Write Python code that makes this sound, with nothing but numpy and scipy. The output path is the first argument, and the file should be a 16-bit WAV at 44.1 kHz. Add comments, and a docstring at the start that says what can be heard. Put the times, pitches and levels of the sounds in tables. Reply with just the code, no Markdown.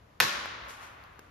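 """In a shed-like indoor range with sheet-metal walls, an air rifle fires once.
The muzzle gives a sharp crack (short decaying tones) and a puff of air (a short burst of noise).
Bench and floor throw it back with delayed copies and a low boom; fading noise and faint tones ring on.
Afterwards a rifle is handled close by: small clicks (ticks, knocks and pings) and rubbing noise,
with the swish of a jacket sleeve. A low room rumble of steady noise lies under everything."""
import sys
import numpy as np
from scipy import signal
from scipy.fft import rfft, irfft
from scipy.io import wavfile
from scipy.ndimage import uniform_filter1d

SR = 44100
rng = np.random.default_rng(int(sys.argv[2]) if len(sys.argv) > 2 else 0)


def wav_out(sig):
    """Save sig, one row per channel (or a flat mono array), as 16-bit PCM at SR to the path in sys.argv[1]."""
    wavfile.write(sys.argv[1], SR, np.round(np.clip(np.atleast_2d(sig).T, -1, 1) * 32767).astype(np.int16))


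N = 57330
T = np.arange(N) / SR  # time of each sample in seconds
SHOT_S = 0.20165


def from_db(db):
    """Turn decibels into a gain."""
    return 10 ** (np.asarray(db) / 20)


def at_hz(points, hz):
    """Read a table between its points, on a log-frequency axis."""
    table_hz, values = np.transpose(points)
    return np.interp(np.log(np.maximum(hz, 1)), np.log(table_hz), values)


def pan(left_minus_right_db):
    """Left and right gains that differ by the given decibels."""
    return from_db(np.array([[.5], [-.5]]) * left_minus_right_db)


# how alike left and right are, for sound from all around and for sound straight from its source;
# 1 is the same, -1 is opposite, values beyond are clipped: pitch_hz, likeness
DIFFUSE = [(60, 1.05), (200, 1.8), (400, 0.22), (800, -0.12), (1300, 0), (2400, .3), (4400, 0.21),
           (7000, 0.13), (8200, -1.21), (9400, -1.55), (10300, 0), (12000, 0.8)]
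DIRECT = [(100, 0.81), (3000, 1), (5000, -0.036), (8500, -0.86), (10500, -0.59), (12000, 0.0041)]
# how much louder the left is than the right: pitch_hz, left_minus_right_db
BALANCE = [(60, 3.1), (300, 2.5), (1200, 1.2), (2200, 1.7), (4200, 4), (8000, 1), (13000, -1)]


def noise(spectrum, likeness):
    """Stereo noise with a given tone colour, scaled to rms 1."""
    hz = np.fft.rfftfreq(N, 1 / SR)
    mid, side = rfft(rng.standard_normal((2, N)))
    alike = np.clip(at_hz(likeness, hz), -.99, .99)
    # the middle part is shared; the side part has opposite signs left and right
    both = np.sqrt(1 + alike) * mid + np.sqrt(1 - alike) * side * np.array([[1], [-1]])
    colour = from_db(at_hz(spectrum, hz)) * pan(at_hz(BALANCE, hz))
    x = irfft(both * colour, N)
    return x / x.std()


def decay(start_s, t60_s):
    """Envelope that jumps to 1 at the start, then falls by 60 dB in every t60_s."""
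    return (T >= start_s) * np.exp(-np.log(1000) * np.maximum(T - start_s, 0) / t60_s)


def ring(start_s, pitch_hz, t60_s):
    """One struck resonance: a sine tone that dies away."""
    return decay(start_s, t60_s) * np.sin(2 * np.pi * pitch_hz * (T - start_s))


def build_up(start_s, build_s):
    """Gain that rises smoothly from 0 towards 1 after the start."""
    return 1 - np.exp(-np.maximum(T - start_s, 0) / build_s)


def swell(strokes):
    """Sum of smooth rises, each followed by an exponential fall."""
    total = 0
    for peak_s, level_db, rise_s, fall_s in strokes:
        from_peak = T - peak_s
        fade = np.where(from_peak < 0, (from_peak / rise_s) ** 2, from_peak / fall_s)
        total = total + from_db(level_db) * np.exp(-fade)
    return total


def flicker(depth_db, span_s):
    """Gain that wavers at random, from noise smoothed over a short span."""
    grain = uniform_filter1d(rng.standard_normal(N), size=max(2, int(span_s * SR)))
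    return from_db(depth_db * grain / grain.std())


# tone colour of the room rumble: pitch_hz, level_db (per Hz, relative)
RUMBLE_COLOUR = [(15, -30), (30, -21.5), (45, -2.5), (60, 3), (78, -3.5), (105, -2.5), (170, -11),
                 (400, -14.5), (1100, -15), (2200, -23.5), (4500, -33), (9000, -39.5), (12000, -41.5),
                 (15000, -50)]
RUMBLE_DB = -57


def room_rumble():
    """Steady background noise, strongest in the bass."""
    return from_db(RUMBLE_DB) * noise(RUMBLE_COLOUR, DIFFUSE)


def friction(strokes, spectrum, likeness, grain_db):
    """Rubbing surfaces: noise that swells with each stroke, with an optional fine grain."""
    return swell(strokes) * noise(spectrum, likeness) * flicker(grain_db, span_s=.0014)


# the stock shifts on the bench: peak_s, level_db, rise_s, fall_s
SHIFTS = [(.70, -47.5, 0.09, 0.049), (.845, -48.5, 0.066, 0.12), (1.04, -57.5, 0.073, 0.39)]
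# tone colour of the rubbing stock: pitch_hz, level_db (per Hz, relative)
RUB_COLOUR = [(60, -27), (150, -35), (600, 1.5), (1200, 7), (2400, 0), (5000, -18.5), (12000, -29)]


def stock_shifts():
    """The stock rubs on the bench: slow swells of smooth noise."""
    return friction(SHIFTS, RUB_COLOUR, DIFFUSE, grain_db=0.0)


# sleeve swishes: peak_s, level_db, rise_s, fall_s
SWISHES = [(.70, -51, .015, 0.07), (.84, -58, 0.024, .05), (1.24, -74, 0.026, 0.075)]
# tone colour of the cloth: pitch_hz, level_db (per Hz, relative)
CLOTH_COLOUR = [(200, -12), (500, -10), (1200, 1), (3000, -6), (6000, 4), (8500, 0.5), (11500, -0.5),
                (13200, -11.5), (15000, -24)]


def sleeve_swishes():
    """Cloth rubs on cloth: short swells of grainy noise."""
    return friction(SWISHES, CLOTH_COLOUR, DIRECT, grain_db=1.0)


# clicks of the action: start_s, tick_db, knock_db, ping_hz, ping_db, left_minus_right_db
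CLICKS = [(0.4582, -42, -37.5, 1510, -18, 3), (0.6856, -56, -54, 11300, -47, 0),
          (0.7071, -55, -40.5, 1750, -34, -14), (1.0386, -54.5, -57, 4400, -47.5, -7),
          (1.1339, -64, -72, 10440, -69, -11.5), (1.1920, -52, -51, 1350, -36, 7),
          (1.1933, -45, -35.5, 5400, -54, -2)]
# tone colour of the tick: pitch_hz, level_db (per Hz, relative)
TICK_COLOUR = [(500, -14), (1500, 3), (4000, 4.5), (6500, 2), (9000, -5.5), (12500, 3), (15000, -6)]
# resonances in the knock of the action: pitch_hz, level_db (relative), t60_s
ACTION = [(449, -4.5, 0.014), (600, -15.5, .016), (1240, -18, 0.013), (1560, -9, 0.011), (2790, -17, 0.02)]
TICK_T60_S, PING_T60_S = 0.011, 0.0037
CLICK_ROOM_DB, CLICK_ROOM_T60_S = -31, 0.35  # room level is relative to the tick


def clicks():
    """Each contact is a bright tick, a ping of the small part and a knock of the action, with some room."""
    tick_noise = noise(TICK_COLOUR, DIRECT)
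    room_noise = noise(TICK_COLOUR, DIFFUSE)
    out = 0
    for start_s, tick_db, knock_db, ping_hz, ping_db, left_minus_right_db in CLICKS:
        knock = 0
        for pitch_hz, level_db, t60_s in ACTION:
            sign = rng.choice([-1, 1])
            knock = knock + from_db(level_db) * sign * ring(start_s, pitch_hz, t60_s)
        tick = tick_noise * decay(start_s, TICK_T60_S)
        room = from_db(CLICK_ROOM_DB) * room_noise * decay(start_s, CLICK_ROOM_T60_S)
        ping = from_db(ping_db) * ring(start_s, ping_hz, PING_T60_S)
        click = from_db(tick_db) * (tick + room) + from_db(knock_db) * knock + ping
        out = out + pan(left_minus_right_db) * click
    return out


# sheet metal set ringing by the shot: pitch_hz, level_db (relative to METAL_DB), t60_s
METAL = [(334.3, -6, 1.14), (578, -7, 1.3), (1107, -0.5, .9), (1382, -3.5, 0.75), (1427, -7, 1.6),
         (1660, -5.5, 1.1), (1659, 4, .7), (1766, 3, .7), (1870, -3.5, 1), (2632, -3, 0.21),
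         (2697, -2, 0.25), (4001, 6, .6), (5130, -2, 0.42)]
METAL_DB = -39.5


def sheet_metal():
    """Faint lasting tones of sheet metal, reaching each ear at its own moment."""
    delays_s = rng.uniform(.002, .008, (len(METAL), 2, 1))
    out = 0
    for (pitch_hz, level_db, t60_s), delay_s in zip(METAL, delays_s):
        out = out + from_db(METAL_DB + level_db) * ring(SHOT_S + delay_s, pitch_hz, t60_s)
    return out


# tone colour of the scatter from nearby benches, also used for the slap: pitch_hz, level_db (per Hz, relative)
EARLY_COLOUR = [(60, -25), (110, -2), (250, -26), (340, 3), (650, -1), (1200, 8), (2200, 1.5), (4500, 0),
                (7000, -5.5), (9500, -14), (13200, -9.5), (14600, -32.5)]
EARLY_DB, EARLY_T60_S, EARLY_DELAY_S = -23.5, 0.31, 0.0019
# the far wall throws back a smeared slap
SLAP_DB, SLAP_T60_S, SLAP_DELAY_S = -29, 0.24, 0.022
# tone colour of the hall's long tail: pitch_hz, level_db (per Hz, relative)
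TAIL_COLOUR = [(50, -24), (110, -21), (200, -7.5), (280, -15.5), (500, -8.5), (750, -7), (1100, 1),
               (1650, 1.5), (3000, -2), (4200, -4), (6000, -6), (7500, -9), (9000, -7), (11000, -17.5),
               (13200, -21), (14500, -32)]
# how long the tail takes to fall by 60 dB: pitch_hz, t60_s
TAIL_T60 = [(100, 1.4), (400, 2.69), (1000, 2.26), (2000, 1.54), (4000, 1.333), (7000, .72), (12000, 0.54)]
TAIL_DB, TAIL_BUILD_S = -28, 0.015
HALL_GRAIN_DB, HALL_GRAIN_S = 1.02, 0.0022


def hall():
    """Early scatter, a far-wall slap and a tail whose treble dies first, all with a fine random flicker."""
    early_fade = decay(SHOT_S + EARLY_DELAY_S, EARLY_T60_S)
    early = from_db(EARLY_DB) * noise(EARLY_COLOUR, DIFFUSE) * early_fade
    slap_fade = decay(SHOT_S + SLAP_DELAY_S, SLAP_T60_S)
    slap = from_db(SLAP_DB) * noise(EARLY_COLOUR, DIFFUSE) * slap_fade

    # split the tail into overlapping bands so that each can fade at its own rate
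    wash = rfft(noise(TAIL_COLOUR, DIFFUSE))
    hz = np.fft.rfftfreq(N, 1 / SR)
    centres_hz = np.geomspace(80, 15000, 16)
    tail = 0
    for centre_hz, peak in zip(centres_hz, np.eye(len(centres_hz))):
        weight = at_hz(np.c_[centres_hz, peak], hz)  # 1 at this centre, 0 at the others
        tail = tail + irfft(wash * weight, N) * decay(SHOT_S, at_hz(TAIL_T60, centre_hz))
    tail = from_db(TAIL_DB) * tail * build_up(SHOT_S, TAIL_BUILD_S)
    return (early + slap + tail) * flicker(HALL_GRAIN_DB, HALL_GRAIN_S)


# bench and shed answer the shot with a low boom: delay_s, pitch_hz, level_db, t60_s
BOOM = [(0.0251, 102, -41, 0.19), (.026, 150, -33.5, 0.13), (0.011, 222, -43.5, 0.5),
        (0.0017, 350, -28, 0.044), (0.00067, 860, -38.5, 0.022)]
BOOM_BUILD_S = 0.006


def boom():
    """Low resonances of bench and shed that build up just after the shot."""
    out = 0
    for delay_s, pitch_hz, level_db, t60_s in BOOM:
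        start_s = SHOT_S + delay_s
        tone = ring(start_s, pitch_hz, t60_s) * build_up(start_s, BOOM_BUILD_S)
        out = out + from_db(level_db) * tone
    return out


# the crack rings very briefly in barrel and shroud: pitch_hz, level_db (before the paths), t60_s
CRACK = [(1280, -13.5, 0.0064), (1900, -10.5, 0.0061), (2450, -8.5, 0.004), (3900, -10.5, 0.0042),
         (6500, -19, .0035), (10600, -23.5, 0.0068), (12900, -14.5, 0.0053)]
# tone colour of the air leaving the muzzle: pitch_hz, level_db (per Hz, relative)
PUFF_COLOUR = [(100, -17), (350, -7.5), (700, 4), (1200, -3.5), (2200, 8), (4000, -3.5), (6000, -4.5),
               (9000, 1.5), (12800, -4), (15000, -17)]
PUFF_DB, PUFF_T60_S = -17, 0.021  # level before the low cut and the paths
MUZZLE_LOW_CUT_HZ = 700
# paths of the shot to the listener: delay_s, level_db, dulled_above_hz, left_minus_right_db
PATHS = [(0, 2, 18000, -1.5), (.0011, -36.5, 4970, -3.5), (.00385, 3.5, 3500, 2.5),
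         (.0068, -19, 11860, 13.5)]


def shot():
    """Pressure crack and puff of air, arriving directly and off the nearest surfaces."""
    crack = 0
    for k, (pitch_hz, level_db, t60_s) in enumerate(CRACK):
        crack = crack + (-1) ** k * from_db(level_db) * ring(SHOT_S, pitch_hz, t60_s)
    puff = from_db(PUFF_DB) * noise(PUFF_COLOUR, DIRECT) * decay(SHOT_S, PUFF_T60_S)
    low_cut = signal.butter(2, MUZZLE_LOW_CUT_HZ, "high", fs=SR, output="sos")
    muzzle = signal.sosfilt(low_cut, crack + puff)
    out = 0
    for delay_s, level_db, dulled_above_hz, left_minus_right_db in PATHS:
        late = np.roll(muzzle, round(delay_s * SR), axis=1)
        dulling = signal.butter(2, min(dulled_above_hz, .45 * SR), fs=SR, output="sos")
        out = out + from_db(level_db) * pan(left_minus_right_db) * signal.sosfilt(dulling, late)
    return out


def scene():
    """Room rumble, handling of the rifle, and the shot with the answer of the hall."""
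    handling = stock_shifts() + sleeve_swishes() + clicks()
    answer = sheet_metal() + hall() + boom()
    return room_rumble() + handling + answer + shot()


def record(dry):
    """Cut the top of the treble with a steep low-pass filter at 15000 Hz."""
    top_cut = signal.ellip(10, .2, 80, 15000, fs=SR, output="sos")  # ripple and stop depth in dB
    return signal.sosfilt(top_cut, dry)


dry = scene()
out = record(dry)
wav_out(out)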